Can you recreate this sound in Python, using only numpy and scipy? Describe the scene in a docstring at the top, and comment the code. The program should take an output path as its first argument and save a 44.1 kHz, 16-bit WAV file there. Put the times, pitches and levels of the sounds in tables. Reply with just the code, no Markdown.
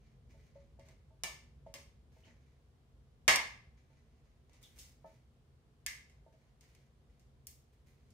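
"""A low household rumble and a faint hiss run throughout, while wet leaves rustle in short pushes of tiny ticks.
Steel tongs toss the salad on a ceramic platter in a hard-walled kitchen, close to the microphone.
Soft knocks on the platter are decaying tones plus a dull thud; tong clicks are noise bursts coloured by steel.
Once the tongs clank down hard, and now and then a wet vegetable squeaks: a short burst of noise around one pitch.
The room answers every knock and click with dense, quickly fading reflections."""
import sys
import numpy as np
from scipy import signal
from scipy.fft import rfft, irfft, next_fast_len
from scipy.io import wavfile
from scipy.ndimage import map_coordinates

SR = 44100
rng = np.random.default_rng(int(sys.argv[2]) if len(sys.argv) > 2 else 0)


def generate_wav(signal):
    """Clip the signal to [-1, 1] and save it as 16-bit WAV at the path in sys.argv[1]."""
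    frames = np.transpose(np.atleast_2d(signal))
    scaled = np.clip(frames, -1, 1) * 32767
    pcm = np.round(scaled).astype(np.int16)
    wavfile.write(sys.argv[1], SR, pcm)


N = 358533

# Rise and fall of the rumble, before its overall boost and waver: [t/s, level/dB]
RUMBLE_LEVEL = [(0.0, -65), (0.36, -62), (1.04, -65), (1.63, -62), (2.29, -64), (2.4, -64), (2.58, -69.5),
                (3.46, -62), (3.82, -66), (6.2, -67), (6.59, -69.5), (7.36, -65), (7.74, -69),
                (8.13, -63.5)]
# Spectrum of the rumble, relative: [f/Hz, level/dB per Hz]
RUMBLE_SPECTRUM = [(15, -62), (25, -38), (33, -22), (42, -9), (56, 1), (76, -2.5), (102, -11.5),
                   (135, -3.5), (165, -15), (200, -18.5), (240, -13.5), (285, -30), (370, -27.5),
                   (500, -25), (1000, -81)]
# Spectrum of the faint steady hiss, relative: [f/Hz, level/dB per Hz]
HISS_SPECTRUM = [(180, -35), (300, -1), (331, -5.5), (398, -1), (614, -8), (678, -5), (915, -12),
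                 (994, -9.5), (1530, -14.5), (2700, -18.5), (2980, -17), (11000, -28.5), (16000, -37.5)]
# How alike left and right are in sound from all around: [f/Hz, likeness/0 to 1]
LEFT_RIGHT_LIKENESS = [(60, .94), (250, .88), (600, 0.56), (1200, 0), (2500, 0), (5000, 0)]
# Time the room takes to fade by 60 dB: [f/Hz, fade time/s]
ROOM_FADE = [(150, .4), (700, .44), (2000, .45), (4500, .43), (8000, .36), (14000, .33)]

# The tongs push through the leaves or let them drop:
# [start t/s, length/s, rustle level/dB, crisp treble relative to the rustle/dB]
RUSTLES = [ (0.0, 0.076, -75, -37), (0.29, 0.17, -76, -11), (0.543, 0.077, -80, -34),
           (0.79, 0.04, -82, -11), (0.851, 0.023, -71.5, -7.5), (2.115, 0.081, -77, -7.5),
           (2.244, 0.051, -72, -18), (2.4, 0.18, -85.5, -20), (3.769, 0.034, -78.5, -20),
           (3.9, 0.41, -83, -22), (4.486, 0.1, -78.5, -12), (4.611, 0.14, -77.5, 5),
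           (4.759, 0.12, -75.5, 6), (5.055, 0.088, -77.5, -7), (6.32, 0.15, -84, -12),
           (6.604, 0.22, -78.5, -7.5), (7.09, 0.069, -83.5, -12), (7.723, 0.013, -87.5, 3),
           (7.859, 0.079, -80, 0), (7.973, 0.11, -83.5, -7)]
# Spectrum of the rustling leaves, relative: [f/Hz, level/dB per Hz]
LEAF_SPECTRUM = [(500, 0.5), (900, -7), (1300, -8), (2100, 4.5), (2700, -3), (3400, -9), (4500, -6),
                 (5600, -9), (6500, -4.5), (7300, -16.5), (11000, -36), (15000, -52)]
# Spectrum of the crisp snaps, relative: [f/Hz, level/dB per Hz]
CRISP_SPECTRUM = [(5000, -20), (9000, -16.5), (13000, -18.5), (16000, -16.5)]

# The platter is struck, mostly cushioned by food:
# [t/s, level/dB, highest pitch the contact excites f/Hz, extra rim bending/dB]
KNOCKS = [(0.338, -65, 800, 9.5), (0.555, -62, 950, 20), (0.789, -56.5, 790, 8.5), (0.878, -62.5, 750, -3),
          (1.106, -67.5, 854, -2), (1.2365, -51.5, 8950, 2), (1.663, -48, 770, 3.5), (1.75, -54.5, 696, 12),
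          (2.165, -63, 746, 3), (2.269, -63.5, 850, 8.5), (3.2795, -34.5, 1749, -2.5),
          (3.898, -68.5, 941, 0), (5.0437, -48.5, 1084, -2), (6.262, -58, 860, 2), (6.334, -65, 780, -3),
          (6.43, -73.5, 796, 2)]
# Ring of the ceramic platter, relative: [f/Hz, level/dB, time to fade by 60 dB/s]
PLATTER_MODES = [(172, -14, .2), (558, -12, .32), (641, -1.5, .24), (668, -6, .15), (893, 0, .23),
                 (1290, -7, .26), (1760, 1.5, .4), (2293, 9.8, .38), (2891, 9.8, .33), (3560, -5, .25),
                 (3967, -5, .24), (4953, 1, .38), (6223, 0, .18), (6611, -3, .32)]

# The tongs meet each other, the platter or crisp vegetables. Light contacts lack the lows, sharp ones
# tilt to the treble: [t/s, relative strength/dB, low edge f/Hz, tilt/dB per octave,
# flexing of the arms/dB, direct sound over room/dB, relative ring of the arms/dB]
CLICKS = [ (0.7957, -37.5, 600, -2, -3, -1, 7), (0.8868, -33.5, 400, -3, -5.5, 4.5, -8),
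          (1.2359, -3.5, 326, 0.4, -6.5, 2, -27), (1.666, -44, 504, -3, -1, -8, 1),
          (1.7402, -15.5, 370, 0.6, -5, 1, 0.5), (3.2797, 12.5, 830, -2.5, -0.5, -3.5, 0.5),
          (3.3592, 2.5, 2800, -0.5, -5, 18, -13), (4.496, -43, 500, -4.5, -12, 9, -11),
          (4.5324, -35.5, 400, -1, -22, -3, -11), (4.629, -30, 3500, 3.5, -12, -4, 4),
          (4.787, -18.5, 3260, 2, -17, -14.5, -11), (5.8636, -4, 1560, 0.5, 4, 4, -7),
          (6.098, -38, 900, -1, -1.5, 0, -12), (6.6097, -32, 2800, -1, -7, 1.5, -15),
          (6.75, -35.5, 2010, -1.5, -5, 6, -1), (7.196, -39, 3500, -0.5, 1, -2, -10),
          (7.47, -23.5, 300, 8.5, -4, 2, -1), (8.1055, -38.5, 2980, 0, -8, -0.5, -5.5)]
# Broad resonances of the hand-damped tongs: [f/Hz, width/Hz, level/dB]
TONG_RESONANCES = [(930, 110, 2.5), (1100, 400, 4), (1406, 200, -7.5), (1720, 120, 7), (2123, 430, 14),
                   (2740, 140, 2), (3270, 260, 1.5), (4300, 150, 0.5), (5180, 1100, 0.5), (5320, 340, 4.5),
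                   (6480, 1000, 7.5), (7200, 150, -5.5), (8240, 2400, 4), (10860, 190, 3.5),
                   (13600, 1200, 4)]
# Free ring of the steel arms, relative: [f/Hz, level/dB, time to fade by 60 dB/s]
ARM_MODES = [(1125, -5, .3), (1712, 1, .33), (1852, -3, .33), (1907, -2, .37), (2041, -2, .37),
             (2098, 1, .37), (2232, -3, .37), (2331, -4, .36), (2450, -7, .32), (2783, -9, .35),
             (2827, -6, .3), (3188, -3, .33), (3272, -4, .3), (3812, -6, .3), (4263, -3, .35),
             (4790, -6, .28), (4861, -4, .28), (5168, -6, .29), (5346, -4, .3), (5772, -6, .32),
             (6476, -6, .3), (7332, -2, .17), (8333, -5, .28)]
# Push of steel on something hard, shared by all clicks: [f/Hz, level/dB]
CONTACT_SPECTRUM = [(470, -0.5), (1050, -1), (2100, 0), (3200, 0), (4700, -0.5), (6300, -5), (8400, -6),
                    (12500, -11.5), (16000, -13.5)]

# A wet vegetable slips on the steel: [t/s, level/dB, pitch f/Hz]
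SQUEAKS = [(2.234, -69, 2970), (2.29, -71, 2000), (4.631, -61.5, 3460)]

RUSTLE_ATTACK_S = 0.007  # the leaves start to slip
SETTLE_DB_PER_S, CRISP_SETTLE_DB_PER_S = 111, 170  # after a push the crisp snaps die away faster
SLIP_DB, SLIPS_PER_S = 2.5, 45  # the leaves stick and slip unevenly under the tongs
TILT_PIVOT_HZ = 4000  # the tilt of a click turns about this pitch
CHATTER_S = 0.003  # steel chatters on steel, fading with this time constant
FLEX_HZ, FLEX_OCTAVES = 1830, 0.24  # where the arms flex most easily: centre, half width
TOP_HZ = 15600  # highest pitch kept in the sound


def amp(db):
    """Turn decibels into a gain."""
    return 10 ** (np.asarray(db) / 20)


def unit(x):
    """Scale a sound to an rms of 1."""
    return x / np.sqrt(np.mean(x ** 2) + 1e-20)


def unit_energy(pair):
    """Scale a stereo sound to an average energy of 1 per channel."""
    return pair / np.sqrt(np.sum(pair ** 2) / 2)


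def along(points, hz):
    """Read a curve of (Hz, value) points, spaced by pitch, at any frequency."""
    point_hz, value = np.transpose(points)
    return np.interp(np.log(hz + 1), np.log(point_hz + 1), value)


def filtered(x, response):
    """Multiply each frequency of x by the gain that response gives for it."""
    n = x.shape[-1]
    size = next_fast_len(n + SR // 5)
    gain = response(np.fft.rfftfreq(size, 1 / SR))
    return irfft(rfft(x, size) * gain, size)[..., :n]


def struck(x, colour_db, size=32768):
    """Colour a blow so that the body answers only after it, never before."""
    cepstrum = irfft(np.log(amp(colour_db(np.fft.rfftfreq(size, 1 / SR)))))
    # folding this onto positive time makes the filter minimum-phase
    cepstrum[1:size // 2] *= 2
    cepstrum[size // 2 + 1:] = 0
    response = np.exp(rfft(cepstrum))
    return irfft(rfft(x, size) * response)[..., :x.shape[-1]]


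def diffuse(pair):
    """Blend two unrelated signals into sound from all around, alike left and right in the bass."""
    def mid_side_gains(hz):
        angle = np.arccos(np.clip(along(LEFT_RIGHT_LIKENESS, hz), -1, 1)) / 2
        return np.array([np.cos(angle), np.sin(angle)])

    mid, side = filtered(pair, mid_side_gains)
    return np.array([mid + side, mid - side])


def coloured(pair, spectrum):
    """Make diffuse stereo sound of rms 1 with the given spectrum."""
    return unit(filtered(diffuse(pair), lambda hz: amp(along(spectrum, hz))))


def add(track, s, sound):
    """Mix a sound into the track from time s, cutting it at the end of the track."""
    part = track[:, round(s * SR):][:, :sound.shape[1]]
    part += sound[:, :part.shape[1]]


def wobble(rate):
    """Draw a smooth random curve through this many random points a second."""
    return map_coordinates(rng.standard_normal(400), [np.arange(N) * rate / SR], mode="mirror")


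def kitchen(build_s=0.0017):
    """The room's answer from one spot: dense reflections, each frequency dying at its own speed."""
    noise = diffuse(rng.standard_normal((2, SR * 2 // 3)))
    hz, t, bins = signal.stft(noise, SR, nperseg=256)
    fade = amp(-60 * t / along(ROOM_FADE, hz)[:, None])
    tail = signal.istft(bins * fade, SR, nperseg=256)[1]
    build_up = 1 - np.exp(-np.arange(tail.shape[1]) / SR / build_s)
    return unit_energy(tail * build_up)


def ring(modes, t, scatter_db, spread_hz):
    """Add up fading tones of random strength; higher ones differ more in phase left to right."""
    hz, db, fade_s = np.transpose(modes)[:, :, None]
    level, phase, skew = rng.standard_normal((3, len(modes), 1))
    skew = skew * np.minimum(hz / spread_hz, 1)
    fade = amp(db + scatter_db * level - 60 * t / fade_s)
    turns = 2 * np.pi * (hz * t + phase)
    return np.array([np.sum(fade * np.sin(turns + side * skew), axis=0) for side in (-1, 1)])


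def house(rumble_db=2, waver_db=0.7, waver_per_s=7, hiss_db=-77):
    """A low wavering rumble and a faint even hiss, both shaped from noise, fill the kitchen."""
    times, levels = np.transpose(RUMBLE_LEVEL)
    level_db = np.interp(np.arange(N) / SR, times, levels) + rumble_db
    level_db = level_db + waver_db * wobble(waver_per_s)
    rumble = amp(level_db) * coloured(rng.standard_normal((2, N)), RUMBLE_SPECTRUM)
    hiss = amp(hiss_db) * coloured(rng.standard_normal((2, N)), HISS_SPECTRUM)
    return rumble + hiss


def push(start_s, length_s, settle_db_per_s):
    """Loudness of one push through the leaves: a quick rise, a hold, then they settle."""
    t = np.arange(N) / SR - start_s
    rise = np.clip(t / RUSTLE_ATTACK_S, 0, 1)
    return rise * amp(-settle_db_per_s * np.maximum(t - length_s, 0))


def salad(grains_per_s=900, spread_db=5.0, direct_db=-5):
    """Wet leaves slip and snap in dense tiny ticks of many sizes, blurred by the room."""
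    happens = rng.random(N) < grains_per_s / SR
    size = amp(spread_db * np.minimum(rng.exponential(size=N), 4))
    ticks = happens * rng.choice([-1, 1], N) * size
    ticks = ticks * amp(SLIP_DB * wobble(SLIPS_PER_S))
    rustle, crisp = np.zeros((2, N))
    for s, length_s, db, crisp_db in RUSTLES:
        rustle += amp(db) * push(s, length_s, SETTLE_DB_PER_S)
        crisp += amp(db + crisp_db) * push(s, length_s, CRISP_SETTLE_DB_PER_S)
    blurred = signal.fftconvolve(ticks[None], kitchen(), axes=1)[:, :N]
    grains = amp(direct_db) * ticks + blurred
    leaves = unit(filtered(grains, lambda hz: amp(along(LEAF_SPECTRUM, hz))))
    snaps = unit(filtered(grains, lambda hz: amp(along(CRISP_SPECTRUM, hz))))
    return rustle * leaves + crisp * snaps


def platter(attack_cycles=1, thud_db=-3, thud_s=0.0086):
    """Food cushions the blow, so soft knocks wake mainly the lower tones, with a short dull thud."""
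    out = np.zeros((2, N))
    thud_colour = [(100, -26.0), (350, -5.5), (650, -1), (1000, -3), (3000, -19.0)]  # Hz, dB
    for s, db, contact_hz, rim_db in KNOCKS:
        room = kitchen()
        t = np.arange(room.shape[1]) / SR
        cushion_db = lambda hz: -20 * np.log10(1 + np.minimum(hz / contact_hz, 4) ** 7)
        # rim bending acts on the tone between 500 and 600 Hz
        modes = [(hz, level + cushion_db(hz) + rim_db * (500 < hz < 600), fade_s)
                 for hz, level, fade_s in PLATTER_MODES]
        rise = 1 - np.exp(-t * contact_hz / attack_cycles)
        tone = ring(modes, t, scatter_db=2.38, spread_hz=3500) * rise
        noise = diffuse(rng.standard_normal(room.shape))
        thud = struck(noise, lambda hz: along(thud_colour, hz) + cushion_db(hz))
        thud = amp(thud_db) * unit(thud) * np.exp(-t / thud_s) * rise
        # the thud and the first few cycles set the room going
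        start = tone * np.exp(-t / .005) + thud
        echo = signal.fftconvolve(start, room, axes=1)[:, :len(t)]
        add(out, s, amp(db) * (tone + thud + .5 * echo))
    return out


def steel_colour(overtones_db, spacing_hz):
    """Broad resonances of steel, with a thicket of fine overtones that grows towards the treble."""
    knots = rng.standard_normal(2000)

    def colour_db(hz):
        broad = sum(db / (1 + (2 * (hz - centre) / width) ** 2) for centre, width, db in TONG_RESONANCES)
        fine = np.tanh(map_coordinates(knots, [hz / spacing_hz], mode="mirror"))
        growth = np.minimum(hz / 3500, 1) ** 2
        return broad + overtones_db * (fine - .4) * growth
    return colour_db


def force_db(hz, strength_db, edge_hz, tilt, flex_db):
    """Spectrum of one contact: shared push, tilt by sharpness, low cut, and a change where the arms flex."""
    hz = np.maximum(hz, edge_hz / 2.5)  # the curve stays level below this pitch
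    low_cut_db = -10 * np.log10(1 + (edge_hz / hz) ** 4)
    tilt_db = tilt * np.log2(hz / TILT_PIVOT_HZ)
    flex = np.exp(-.5 * (np.log2(hz / FLEX_HZ) / FLEX_OCTAVES) ** 2)
    return strength_db + along(CONTACT_SPECTRUM, hz) + tilt_db + low_cut_db + flex_db * flex


def tongs(snap=4.4, beam_db=6, ring_db=-48, attack_s=0.0024):
    """Each contact is a snap and a few ms of chatter, coloured by the steel and answered by the room."""
    out = np.zeros((2, N))
    steel_db = steel_colour(overtones_db=5.5, spacing_hz=66)
    for s, strength_db, edge_hz, tilt, flex_db, direct_db, arms_db in CLICKS:
        room = kitchen()
        t = np.arange(room.shape[1]) / SR
        direct = diffuse(rng.standard_normal(room.shape)) * np.exp(-t / CHATTER_S)
        direct[[0, 1], [0, 4]] += 2 * snap  # left is a little nearer: right comes 4 samples later
        # treble travels straight to the microphone, while lower pitches spread into the room
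        direct = struck(unit_energy(direct), lambda hz: along([(2000, -7.5), (6000, beam_db - 6)], hz))
        blow = unit_energy(amp(direct_db) * direct + room)
        force = lambda hz: force_db(hz, strength_db, edge_hz, tilt, flex_db)
        click = struck(blow, lambda hz: force(hz) + steel_db(hz))
        # each tone of the arms rings on in proportion to the blow at its pitch
        modes = [(hz, db + force(hz), fade_s) for hz, db, fade_s in ARM_MODES]
        arms = ring(modes, t, scatter_db=1.0, spread_hz=9300)
        arms = arms * (1 - np.exp(-t / attack_s))
        add(out, s, click + amp(arms_db + ring_db) * arms)
    return out


def squeaks(width_hz=700, attack_s=0.0023, fade_s=0.053):
    """A wet vegetable slips unevenly on steel: noise around one pitch that swells quickly and fades."""
    out = np.zeros((2, N))
    t = np.arange(SR // 3) / SR
    swell = (1 - np.exp(-t / attack_s)) * np.exp(-t / fade_s)
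    for s, db, pitch_hz in SQUEAKS:
        noise = rng.standard_normal((2, len(t)))
        slips = filtered(noise, lambda hz: 1 / (1 + (2 * (hz - pitch_hz) / width_hz) ** 2))
        add(out, s, amp(db) * unit(slips) * swell)
    return out


def scene():
    """Add salad, platter, tongs and squeaks to the room's own sound."""
    return house() + salad() + platter() + tongs() + squeaks()


def record(dry):
    """Remove nearly everything above the top pitch."""
    return filtered(dry, lambda hz: 1 / np.sqrt(1 + (hz / TOP_HZ) ** 160))


dry = scene()
out = record(dry)
generate_wav(out)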